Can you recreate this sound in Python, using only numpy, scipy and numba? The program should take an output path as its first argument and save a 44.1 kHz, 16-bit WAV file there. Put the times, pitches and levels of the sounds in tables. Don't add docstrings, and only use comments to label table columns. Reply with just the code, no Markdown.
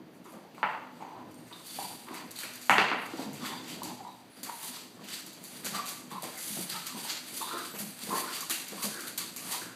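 import sys
import numpy as np
from scipy import signal
from scipy.fft import rfft, irfft
from scipy.io import wavfile
from scipy.ndimage import uniform_filter1d
from numba import njit

SR = 44100
rng = np.random.default_rng(int(sys.argv[2]) if len(sys.argv) > 2 else 0)


def bounce(signal):
    frames = np.transpose(np.atleast_2d(signal))
    limited = np.clip(frames, -1, 1)
    pcm = np.round(limited * 32767).astype(np.int16)
    wavfile.write(sys.argv[1], SR, pcm)


N = 429975

# centre_hz, width_hz, level_db
BOARD_MODES = [(176, 90, 3.5), (248, 28, 1), (302.5, 31, -2.5), (242, 470, 3.5)]


def undb(db):
    return 10 ** (np.asarray(db) / 20)


def unit(x):
    return x / np.sqrt(np.mean(x ** 2))


def colour(x, points):
    hz, db = np.transpose(points)
    grid_hz = np.arange(2049) * SR / 4096
    log_gain = np.interp(np.log(grid_hz + 1), np.log(hz), db) * np.log(10) / 20
    cepstrum = irfft(log_gain)
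    cepstrum[1:2048] *= 2
    cepstrum[2049:] = 0
    impulse = irfft(np.exp(rfft(cepstrum)))
    return signal.fftconvolve(x, impulse)[:len(x)]


@njit
def svf(x, hz, width):
    y, b, l = np.empty(len(x)), 0., 0.
    for i in range(len(x)):
        g, k = np.tan(np.pi * hz[i] / SR), width[i] / hz[i]
        v = (b + g * (x[i] + 1e-18 - l)) / (1 + g * (g + k))
        b, l, y[i] = 2 * v - b, l + 2 * g * v, k * v
    return y


def band(x, hz, width):
    return svf(x, hz + np.zeros(len(x)), width + np.zeros(len(x)))


def walk(rate):
    k = int(SR / rate)
    steps = np.repeat(rng.standard_normal(N // k + 1), k)
    return unit(uniform_filter1d(uniform_filter1d(steps, k), k)[:N])


def add(out, s, sound, db):
    i = int(s * SR)
    out[i:i + len(sound)] += (undb(db) * sound / np.abs(sound).max())[:N - i]


def burst(t60):
    t = np.arange(4096) / SR
    return rng.standard_normal(len(t)) * undb(-60 * t / t60)


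def push(ms):
    t = np.arange(4096) / SR * 6e3 / ms
    return t ** 2 * np.exp(-t)


def smooth(s, curve):
    return np.interp(np.arange(N) / SR, s, curve)


def house():
    # frequency_hz, density_db (per Hz)
    air_points = [(40, -41), (70, -48), (145, -9), (260, -7.5), (450, -12.5), (650, -6), (1460, -13.5),
                  (3400, -15), (7700, -25.5), (15000, -18)]
    # time_s, boards_db, joist_db
    rumble = [(0.0, -50, -73), (0.41, -55.5, -84), (0.97, -52, -75), (1.19, -47.5, -55), (1.57, -55, -65),
              (1.95, -52, -68), (2.5, -54.5, -56), (2.88, -59, -80), (3.15, -50, -55), (3.4, -47.5, -54),
              (3.67, -44, -64), (3.85, -44.5, -53), (4.18, -57, -65), (5.29, -53.5, -70), (5.65, -49, -75),
              (6.3, -54.5, -74), (6.76, -55.5, -72), (7.301, -50.5, -65), (7.96, -57, -66),
              (8.419, -52, -76), (9.75, -53.5, -57)]
    joist_mode = 120, 8.6
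    air = unit(colour(rng.standard_normal(N), air_points)) * undb(-58 + 1.33 * walk(2.81))

    hum_hz = 249.4 * (1 + 0.00743 * walk(4.5))
    hum_db = -63.5 + 3 * walk(6)
    hum = undb(hum_db) * np.sin(2 * np.pi * np.cumsum(hum_hz) / SR)

    s, boards_db, joist_db = np.transpose(rumble)
    load = rng.standard_normal(N) * undb(2 * walk(25))
    modes = [undb(g - 10 * np.log10(w)) * band(band(load, hz, w), hz, 3 * w) for hz, w, g in BOARD_MODES]
    boards = unit(sum(modes)) * undb(smooth(s, boards_db))
    joist = unit(band(load, *joist_mode)) * undb(smooth(s, joist_db))
    return air + hum + boards + joist


def slides(peak_s, level_db, rise_s, fall_s, lingers):
    t = np.arange(0, N / SR, .002)
    time_20db = lingers * np.where(t < peak_s, rise_s, fall_s)
    away_db = 20 * np.abs(t - peak_s) / time_20db
    return smooth(t, 10 * np.log10(np.sum(undb(level_db - away_db) ** 2, axis=0)))


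def skid():
    # peak_s, hiss_db, rise_s and fall_s (through 20 dB, before each band's linger factor),
    # mid_share_db, low_share_db (both relative to the hiss)
    slide_table = [(.18, -67, 0.3, .08, -10, -3), (.3, -60.5, 0.17, 0.25, -8, -5),
                   (.58, -64.5, 0.11, 0.79, 4.5, -3), (.97, -68, 0.1, 0.76, 3, -9),
                   (1.4, -68, 0.34, .6, -19, -5), (1.54, -70, 0.7, 0.34, -12, 2),
                   (1.67, -45.5, 0.062, 1, -18, -24), (1.83, -42.5, 0.54, 0.44, -2.5, -15),
                   (2.16, -50.5, 0.095, 0.17, 6, 8), (2.31, -67, .03, .3, 2, -11),
                   (2.41, -42.5, 0.11, 0.12, -1, -14), (2.46, -48, 0.11, 0.1, 5.5, 9),
                   (2.55, -54, 0.16, 0.44, 2.5, 5.5), (2.67, -56, 0.34, 0.13, -5, -14),
                   (3.02, -52, 0.16, 0.27, -18, 7), (3.22, -48.5, 0.27, 0.19, 5.5, -8),
                   (3.34, -57, 0.041, 0.67, -2, -10), (3.47, -46.5, 0.18, 0.22, 6.5, 1),
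                   (3.71, -50, 0.25, 0.33, 6.5, -3), (3.85, -50, 0.043, 0.21, 5.5, -15),
                   (4.15, -63, 0.83, 0.55, 2, -3), (4.392, -55, 0.17, 0.23, -0.5, 1),
                   (4.44, -46.5, 0.017, 0.36, -3, 1), (4.56, -48.5, 0.3, 0.72, -21, -14),
                   (4.665, -40, 0.31, 0.25, -6.5, -23), (4.76, -52, 0.22, 0.24, 9, -17),
                   (5.09, -50, 0.054, .3, 4, -1), (5.14, -42, 0.16, 0.21, 3.5, -10),
                   (5.2, -49, .1, 0.084, 4, -12), (5.27, -56, 0.071, 0.39, 5, -5),
                   (5.44, -48.5, 0.099, 0.67, -9, -16), (5.56, -50, 0.18, .6, 0, -4),
                   (5.67, -42, 0.024, 0.03, 7, 8.5), (5.76, -41, 0.076, 0.17, 4, 4),
                   (5.89, -41, 0.059, 0.19, -1, -7), (6.115, -52, 0.03, 0.52, 1, 3),
                   (6.235, -42, 0.018, 0.26, -1, -6), (6.44, -37.5, 0.17, 1, -9, -34),
                   (6.63, -38, 0.67, 0.077, -6, -32), (6.7, -44.5, 0.044, 0.38, 6, -6),
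                   (6.764, -40.5, 0.12, 0.11, 2, 0), (6.87, -43, 0.023, 0.13, 4, -4),
                   (6.99, -41, 0.077, 0.25, -0.5, -11), (7.045, -41, 0.039, .2, -4.5, -14),
                   (7.1, -43, 0.042, 0.19, 11.5, 4), (7.38, -37, 0.28, 0.4, -10, -32),
                   (7.659, -43.5, 1, 0.21, 1, -10), (7.79, -39, 0.019, 0.36, -9, -8.5),
                   (8.02, -46.5, 0.076, 0.23, 2.5, -5), (8.19, -33.5, 0.36, 0.19, -7, -25),
                   (8.36, -40.5, 0.3, 0.2, 3, -1), (8.509, -31.5, 0.016, 0.15, -6, -4),
                   (8.72, -51.5, 0.48, 1, 3.5, -10), (8.83, -35.5, 0.016, 0.17, -2, -23),
                   (8.855, -35.5, 0.18, 0.17, -6.5, -28), (9.0, -50.5, .8, 0.47, 1, 1),
                   (9.11, -47.5, .8, 0.086, -9, 0), (9.183, -37, 0.0083, 0.17, 0, -9),
                   (9.49, -39.5, 0.31, 0.25, -5.5, -8), (9.52, -34.5, 0.032, 0.23, -1, -8)]
    peak_s, hiss_db, rise_s, fall_s, mid_share_db, low_share_db = np.transpose(slide_table)[:, :, None]
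    db = slides(peak_s, hiss_db, rise_s, fall_s, 0.62)
    mid_db = slides(peak_s, hiss_db + mid_share_db, rise_s, fall_s, 0.8)
    low_db = slides(peak_s, hiss_db + low_share_db, rise_s, fall_s, 1.38)
    hiss_hz = np.clip(8880 - 170 * (mid_db - db), 6800, 11800)

    click_size = undb(4 * np.minimum(rng.exponential(size=N), 4.5))
    clicks = .5 * click_size * (rng.random(N) < .02)
    unevenness = undb(0.85 * walk(60) + 1.0 * walk(150))
    grit = rng.standard_normal(N) * (1 + clicks) * unevenness

    hiss = unit(band(grit, hiss_hz, 1500)) + undb(5) * unit(band(grit, 10500, 9000))
    mid = unit(band(grit, 3500, 1900)) + undb(3.5) * unit(band(grit, 4470, 3340))
    low = unit(band(band(grit, 1900, 3200), 1940, 3300))
    return undb(db - 6.0) * hiss + undb(mid_db - 11.0) * mid + undb(low_db - 7.5) * low


def claws():
    # time_s, level_db, knock_db, knock_hz, wall_db (share sent to the walls)
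    taps = [(0.135, -48.5, -3, 1840, 0), (0.243, -47.5, -13, 3520, 7), (0.322, -44, -13, 2280, 2),
            (0.547, -46, 2, 2500, -4), (0.869, -54, -25, 4500, -4), (0.923, -53, -25, 4500, 0),
            (1.0084, -57, 11, 2360, 4), (1.089, -53, -25, 4500, -4), (1.3104, -44, -25, 4500, -4),
            (1.343, -43, -8, 1830, -7.5), (1.3753, -56, -11, 2310, 11), (1.4696, -46, -7, 1840, 6),
            (1.488, -52, -27, 4500, -3), (1.527, -43, 9.5, 3720, -7), (1.6097, -55, -8, 4690, 2),
            (2.0747, -48, -15, 4400, -2), (2.0862, -42, 6, 2290, -10), (2.137, -42, -20, 4400, 2),
            (2.1418, -32, -2.5, 2120, 1.5), (2.309, -28.5, -18, 4100, -2), (2.358, -31, -5.5, 4350, 4),
            (2.389, -20, -13, 4400, -3), (2.434, -26.5, -1, 2600, -3), (2.536, -37, -21, 4620, 3),
            (2.555, -31.5, -14, 2030, -1), (2.6142, -34, -20, 4680, 7.5), (2.656, -35, -17, 4650, 6),
            (3.0145, -40, -23, 4500, -6), (3.058, -34.5, -14, 2150, 0), (3.332, -32, -14, 2780, 3),
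            (3.4497, -34, 3, 1740, 5), (3.464, -28, -3, 3350, 1), (3.68, -37.5, -0.5, 3120, 8.5),
            (3.833, -23, -25, 4500, -0.5), (4.4316, -24, -17, 4660, 0.5), (4.434, -29, -15, 4620, -3),
            (4.9297, -53, -22, 4460, -16), (5.0414, -38, -1, 3070, 1), (5.2636, -34, -23, 4590, 3),
            (5.331, -34, -15, 4380, -3), (5.44, -30, -12, 4550, 1.5), (5.6467, -21.5, -19, 4420, 6),
            (5.7467, -30, -21, 4770, -5), (5.859, -22, -18, 4340, 0.5), (5.89, -25, -25, 4660, 1),
            (6.106, -33, -11, 3850, -2), (6.115, -43.5, 3, 3780, 5), (6.222, -25, -21, 4700, -5),
            (6.233, -28, -11, 2500, 0), (6.3761, -29.5, -13, 1840, 6.5), (6.698, -25, -3, 4560, -5),
            (6.861, -30, -20, 4660, 4), (6.866, -24.5, -22, 4660, -0.5), (7.0862, -30, -10, 4540, 8),
            (7.283, -33, -5, 2370, -3), (7.7484, -31, -8, 2870, 5), (7.7888, -27, -18, 4630, 4),
            (8.036, -24, -13, 4730, -3), (8.345, -26, -23, 4400, 3.5), (8.407, -23.5, -18, 4730, 3.5),
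            (8.498, -16, -15, 4100, 3.5), (8.682, -29.5, -13, 2270, 2.5), (8.8244, -23.5, -29, 4750, 7.5),
            (9.0068, -25, -18, 4770, 0.5), (9.072, -24, -8, 4270, -7), (9.081, -25, -20, 4500, -3),
            (9.177, -16.5, -14, 4470, -1), (9.363, -25, -17, 2800, 4.5), (9.5121, -27.5, -26, 4660, 11)]
    near, far = np.zeros(N), np.zeros(N)
    for s, db, knock_db, knock_hz, wall_db in taps:
        roughness = undb(6 * rng.standard_normal(64)).repeat(64)
        scratch = 0.09 * burst(.04) * roughness
        direct = near, push(0.051) + scratch, db + 5.0
        to_walls = far, push(0.078), db + wall_db + 11.5
        for out, nail, gain_db in (direct, to_walls):
            add(out, s, band(nail, 11320, 10600), gain_db)
            knock = band(band(nail, knock_hz, 900), knock_hz, 4000)
            add(out, s, knock, gain_db + knock_db - 5.5)
    return near, far


def breaths():
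    # start_s, length_s, start_level_db, end_level_db, start_nose_hz, end_nose_hz, open_mouth_db
    snort_table = [(0.255, 0.19, -51.5, -63, 1080, 893, -1.5), (0.45, .01, -52, -55, 815, 830, -9),
                   (0.585, 0.029, -47, -45, 1040, 980, -15), (1.008, 0.22, -44, -49, 860, 890, -6),
                   (1.513, 0.17, -51.5, -63, 990, 1030, 0), (1.792, 0.18, -37, -63, 845, 1000, -8),
                   (2.075, 0.15, -45, -47, 1080, 980, -4.5), (3.187, 0.11, -44, -52, 830, 935, -8),
                   (3.411, 0.14, -44, -43.5, 1200, 940, -5), (3.82, 0.11, -51, -44.5, 915, 840, -8),
                   (3.993, 0.036, -44, -45, 790, 804, -9), (4.07, 0.043, -44, -50, 880, 900, -9),
                   (4.106, 0.076, -58, -64, 804, 890, -8.5), (4.471, 0.026, -49, -42, 960, 930, -2),
                   (4.484, 0.12, -43, -52.5, 914, 920, -16.5), (4.634, .015, -51, -46, 940, 915, -7),
                   (4.705, 0.07, -58, -52, 950, 1090, -1.5), (5.738, .03, -41, -43, 1190, 1200, -9),
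                   (5.778, 0.12, -34.5, -51, 1170, 1130, -13), (6.113, 0.075, -46, -39.5, 1100, 1050, -15),
                   (6.25, 0.066, -55, -63, 1060, 922, 3), (6.741, 0.11, -44.5, -52, 1290, 1290, -13),
                   (6.852, 0.14, -50, -49, 1230, 960, -11), (7.053, 0.044, -41, -55, 870, 950, -16),
                   (7.411, 0.062, -40, -40.5, 1060, 1040, -12), (7.468, .04, -40.5, -44, 1150, 1260, -3.5),
                   (7.507, 0.22, -35.5, -52.5, 1220, 1340, -5.5), (7.744, 0.013, -51, -45, 950, 950, -1),
                   (8.111, 0.068, -29.5, -32.5, 1030, 1050, -12), (8.185, .07, -40, -42, 1050, 1060, -2.5),
                   (8.267, 0.19, -43.5, -54, 1150, 1250, -5.5), (8.43, .005, -41, -43, 1110, 1110, -14),
                   (8.693, 0.07, -57, -65, 1240, 1090, 3), (8.777, 0.069, -47, -37.5, 1100, 1080, -9.5),
                   (8.886, 0.11, -48, -45, 1490, 1550, -7), (8.99, 0.12, -42, -53, 1520, 1480, -4),
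                   (9.192, 0.12, -43, -59, 1240, 1160, -2.5), (9.366, .05, -56, -54, 1090, 1190, -7),
                   (9.434, 0.096, -52.5, -40, 1080, 970, -3.5), (9.534, 0.06, -36.5, -49, 1020, 950, -3),
                   (9.618, 0.12, -43.5, -52, 1530, 1520, -5)]
    attack_db_per_s, release_db_per_s = 1800, 650
    t = np.arange(0, N / SR, .001)
    s, length, db0, db1, hz0, hz1, mouth_db = np.transpose(snort_table)[:, :, None]
    done = np.clip((t - s) / length, 0, 1)
    before_db = attack_db_per_s * np.maximum(s - t, 0)
    after_db = release_db_per_s * np.maximum(t - s - length, 0)
    db = db0 + (db1 - db0) * done - before_db - after_db
    nose_hz = hz0 + (hz1 - hz0) * done
    lead = db.argmax(axis=0), np.arange(len(t))
    return smooth(t, db[lead]), smooth(t, nose_hz[lead]), smooth(t, mouth_db[lead[0], 0])


def snorts(flutter_hz=62, depth=0.36):
    # time_s, level_db, ring_hz
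    pops = [(0.257, -42, 1120), (0.328, -42, 655), (1.024, -28, 890), (1.788, -26.5, 830),
            (1.851, -31, 930), (2.085, -39, 1210), (2.432, -37.5, 1420), (3.441, -28.5, 1080),
            (3.819, -28.5, 1000), (3.857, -33, 910), (4.05, -34.5, 960), (4.469, -45, 1030),
            (4.496, -25.5, 975), (4.993, -43, 1130), (5.747, -29, 1190), (6.122, -44, 1010),
            (6.231, -31, 634), (6.568, -34, 680), (7.049, -49, 950), (7.415, -34, 1090), (8.108, -48, 980),
            (8.5, -30.5, 1300), (8.822, -42, 1120), (9.362, -41, 1020)]
    db, nose_hz, mouth_db = breaths()
    phase = np.cumsum(flutter_hz * undb(2.5 * walk(30))) / SR % 1
    flaps = 1 - depth + 2.5 * depth * np.exp(-phase / .3)
    flow = rng.standard_normal(N) * flaps * undb(1.35 * walk(40))

    width = np.clip(450 * undb(mouth_db), 60, 900)
    nose = unit(band(band(flow, nose_hz, width), nose_hz, 3.0 * width) / np.sqrt(width))
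    throat = unit(band(band(flow, 380, 140), 350, 220))
    mouth = unit(band(band(flow, 1.03 * nose_hz, 920), 2.2 * nose_hz, 1500))
    opening = undb(mouth_db) * (undb(-4.0) * throat + undb(-11.0) * mouth)
    out = undb(db) * (nose + opening)
    for s, pop_db, hz in pops:
        add(out, s, band(push(0.84) + 0.31 * burst(0.047), hz, 100), pop_db + 0.5)
    return out


def paws_and_growl():
    # time_s, level_db, boom_hz, slap_db
    thud_table = [(0.339, -37.5, 220, -5.5), (0.436, -44, 252, -10), (1.183, -55, 278, -9),
                  (2.108, -36, 291, -9), (2.433, -48.5, 258, 5.5), (2.753, -32, 202, -20),
                  (2.966, -34, 254, -10), (3.019, -43, 300, -6), (3.136, -28, 310, -11.5),
                  (3.193, -27.5, 282, -9.5), (3.263, -31.5, 228, -12.5), (3.283, -33, 268, -16),
                  (3.318, -37.5, 150, -22), (3.43, -33, 251, -31), (4.374, -45, 243, -6.5),
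                  (4.431, -37.5, 264, -19), (5.009, -39, 200, -6), (5.647, -37, 198, -5),
                  (5.724, -34.5, 196, -16), (5.874, -55.5, 248, 8), (6.121, -35, 187, -9.5),
                  (6.237, -38.5, 250, 2.5), (6.504, -35, 200, -21), (6.572, -31.5, 177, -6.5),
                  (6.589, -30, 348, -26), (6.72, -37, 175, -18), (6.946, -34, 221, -11),
                  (6.968, -38.5, 280, -6), (7.405, -38, 362, -9), (7.533, -46, 253, 8),
                  (7.737, -39.5, 198, -3.5), (7.801, -31, 200, -13.5), (7.858, -40, 192, -24),
                  (8.035, -37, 192, -19), (8.071, -42.5, 190, 3), (8.09, -33, 197, -7),
                  (8.129, -31.5, 400, -0.5), (8.507, -36, 324, -13), (8.72, -38, 197, -1),
                  (8.842, -31.5, 207, -7.5), (9.185, -43, 173, -22), (9.416, -46.5, 175, -2)]
    out = np.zeros(N)
    for s, db, hz, slap_db in thud_table:
        boom = band(band(push(1.34), hz, 36 * (hz / 250) ** 1.5), hz, 300)
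        thump = band(push(1.08), 1.15 * hz, 220)
        slap = band(band(burst(0.27), 440, 650), 470, 800)
        add(out, s, boom, db - 5.5)
        add(out, s, thump, db - 7.0)
        add(out, s, slap, db + slap_db + 3.5)
    return out


def bone():
    # time_s, level_db, contact_ms, hollow_db, rattle_db, crack_db, wall_db (share sent to the walls),
    # other_end_db, ring_hz, ring_db (lingering ring), boom_db (floor)
    drops = [(0.581, -34, 1, 18, -19, -30, -1, -10, 1000, -30, -30),
             (0.6299, -11, 0.56, 11, -9.5, -36, 3.5, -22, 854, -13.5, -28),
             (2.6955, -1.5, 0.34, 10, -23, 4.5, 4, 15.5, 805, -21.5, -24.5),
             (2.7827, -3.5, 0.15, -9, -13, -27, 3, -25, 408, -20, -28),
             (2.9157, -14.5, 0.35, 1, -8, -19, 6.5, -23, 287, -18, -39)]
    # centre_hz, width_hz, level_db
    bone_modes = [(348, 59, -14), (1140, 630, -14), (1425, 370, 10.5), (1830, 2600, 24), (2680, 270, 21.5),
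                  (3970, 2300, -19)]
    hollow = 920, 170
    other_end_s, rattle_s, far_wall_s, boom_s = .00095, 0.000976, .0123, 0.00414
    near, far = np.zeros(N), np.zeros(N)
    for s, db, ms, hollow_db, rattle_db, crack_db, wall_db, other_db, ring_hz, ring_db, boom_db in drops:
        modes = bone_modes + [(*hollow, hollow_db)]
        knock = -sum(undb(g) * band(band(push(ms), hz, w), hz, 4.0 * w) for hz, w, g in modes)
        knock = band(knock, 1500, 3000)
        crack = band(push(0.08), 9700, 11000)
        knock = knock / np.abs(knock).max() + undb(crack_db) * crack
        knock = knock + undb(other_db) * np.roll(knock, int(other_end_s * SR))
        rattle = np.convolve(knock, burst(0.069))[:len(knock)]
        add(near, s, knock, db)
        add(near, s + rattle_s, rattle, db + rattle_db)
        add(near, s + far_wall_s, knock, db + wall_db - 13)
        add(far, s, knock, db + wall_db)
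        ring = band(push(ms), ring_hz, 38)
        boom = sum(undb(g) / w * band(push(1.1), hz, w) for hz, w, g in BOARD_MODES)
        for out in near, far:
            add(out, s, ring, db + ring_db)
            add(out, s + boom_s, boom, db + boom_db)
    return near, far


def swell(length, fade):
    t = np.arange(int(length * SR)) / SR
    return t / length, np.clip(np.minimum(t, length - t) / fade, 0, 1)


def whistles_and_scrape():
    # start_s, length_s,
    # start_level_db, end_level_db, start_pitch_hz, end_pitch_hz, width_hz
    narrow_bands = [(.97, .07, -68, -70, 8100, 8100, 404), (1.006, 0.13, -64, -75, 6800, 5800, 600),
                    (1.335, .12, -53, -64, 8840, 8800, 150), (1.46, 0.1, -62, -64, 8300, 8100, 300),
                    (1.524, 0.078, -45, -60, 3760, 3500, 150), (1.662, 0.3, -50.5, -57, 4460, 4640, 200),
                    (1.686, .13, -52, -52, 3500, 3450, 130), (3.406, 0.22, -46, -51, 3450, 3570, 150),
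                    (3.463, 0.13, -63, -52, 4720, 4740, 100), (4.06, 0.1, -58, -63, 3920, 3780, 200),
                    (4.295, 0.078, -56, -54, 10200, 10000, 500), (4.364, .06, -60, -65, 4700, 4800, 300),
                    (6.355, .045, -52, -49, 2250, 1900, 150), (6.573, .045, -52, -53, 656, 640, 200),
                    (6.229, .03, -48, -52, 650, 650, 150), (8.838, 0.058, -46, -47, 560, 560, 200),
                    (5.74, 0.095, -44, -49, 780, 800, 160), (6.113, 0.062, -45, -49, 860, 875, 80),
                    (6.74, 0.075, -47, -48, 915, 890, 90), (7.4, 0.25, -43.5, -49.5, 3640, 3850, 350),
                    (7.413, 0.037, -36, -45, 904, 910, 80), (7.48, 0.14, -52, -44, 1400, 1600, 250),
                    (7.698, 0.41, -50, -57, 7870, 8400, 250), (7.701, 0.11, -47, -40, 11700, 12000, 250),
                    (7.7, 0.24, -50, -62, 12500, 12500, 200), (7.84, .15, -60, -61, 10800, 10750, 200),
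                    (8.112, 0.085, -47, -40, 1300, 1960, 250), (8.14, 0.1, -45, -51, 4500, 4460, 250),
                    (8.27, 0.054, -39, -45, 1410, 1400, 120), (8.347, 0.055, -45, -53, 4320, 4300, 250),
                    (8.514, .11, -37, -56, 2740, 2830, 150), (8.5, 0.082, -46, -56, 3950, 3870, 250)]
    out, hiss = np.zeros(N), rng.standard_normal(N)
    for s, length, db0, db1, hz0, hz1, width in narrow_bands:
        done, shape = swell(length, 0.0082)
        i = int(s * SR)
        part = slice(i, i + len(done))
        hz = hz0 + (hz1 - hz0) * done
        tone = unit(band(band(hiss[part], hz, width), hz, 3 * width))
        out[part] += tone * shape * undb(db0 + (db1 - db0) * done)
    return out


def grunt():
    # start_s, length_s, pitch_hz, level_db
    voiced = [(7.518, 0.074, 345.4, -40)]
    harmonics_db = [2, -6, 0, 1, -18]
    out, wobble = np.zeros(N), walk(40)
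    for s, length, hz, db in voiced:
        done, shape = swell(length, 0.026)
        i = int(s * SR)
        part = slice(i, i + len(done))
        phase = 2 * np.pi * np.cumsum(hz * (1 + 0.016 * wobble[part])) / SR
        voice = sum(undb(g) * np.sin((k + 1) * phase) for k, g in enumerate(harmonics_db))
        out[part] += undb(db) * shape * voice
    return out


def room(x):
    # centre_hz, t60_s, level_db
    echo_bands = [(142, 0.55, 11), (252, 0.36, 7.5), (563, 1, 1.5), (898, 0.61, 4.5), (2090, 0.61, 5),
                  (3940, 0.66, 3), (7300, 0.65, 3), (11700, 0.52, 3.5)]
    first_wall_s = 0.0047
    t, tail = np.arange(SR) / SR, 0
    for hz, t60, db in echo_bands:
        noise = band(band(rng.standard_normal(SR), hz, .9 * hz), hz, .9 * hz)
        tail = tail + unit(noise) * np.sqrt(hz) * undb(db - 60 * t / t60)
    early = 0.19 * (t > .0015)
    tail = tail * np.clip((t - first_wall_s) / 0.0013, early, 1)
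    tail = tail * undb(1.3 * walk(300)[:SR])
    return signal.fftconvolve(x, tail / np.sqrt(np.sum(tail ** 2)))[:N]


def scene():
    knock, knock_far = bone()
    ticks, ticks_far = claws()
    thuds, slide = paws_and_growl(), skid()
    nose = snorts() + whistles_and_scrape() + grunt()
    near = knock + ticks + thuds + undb(-1.5) * nose + undb(2.5) * slide
    to_walls = knock_far + ticks_far + undb(-5.0) * thuds + undb(-8.0) * nose + undb(-7.5) * slide
    return np.tile(near + room(to_walls) + house(), (2, 1))


def record(dry):
    # frequency_hz, gain_db
    tone_curve = [(30, -21), (75, -12.5), (130, -6.5), (200, 0.5), (2900, -2), (3600, -2.5), (4300, -0.5),
                  (4750, 3.5), (5150, -6.5), (6000, -1), (10000, -8), (13000, -6), (15500, -12)]
    wet = np.array([colour(c, tone_curve) for c in dry])
    top_cut = signal.ellip(10, .2, 80, 15450, fs=SR, output="sos")
    return signal.sosfilt(top_cut, wet)


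dry = scene()
out = record(dry)
bounce(out)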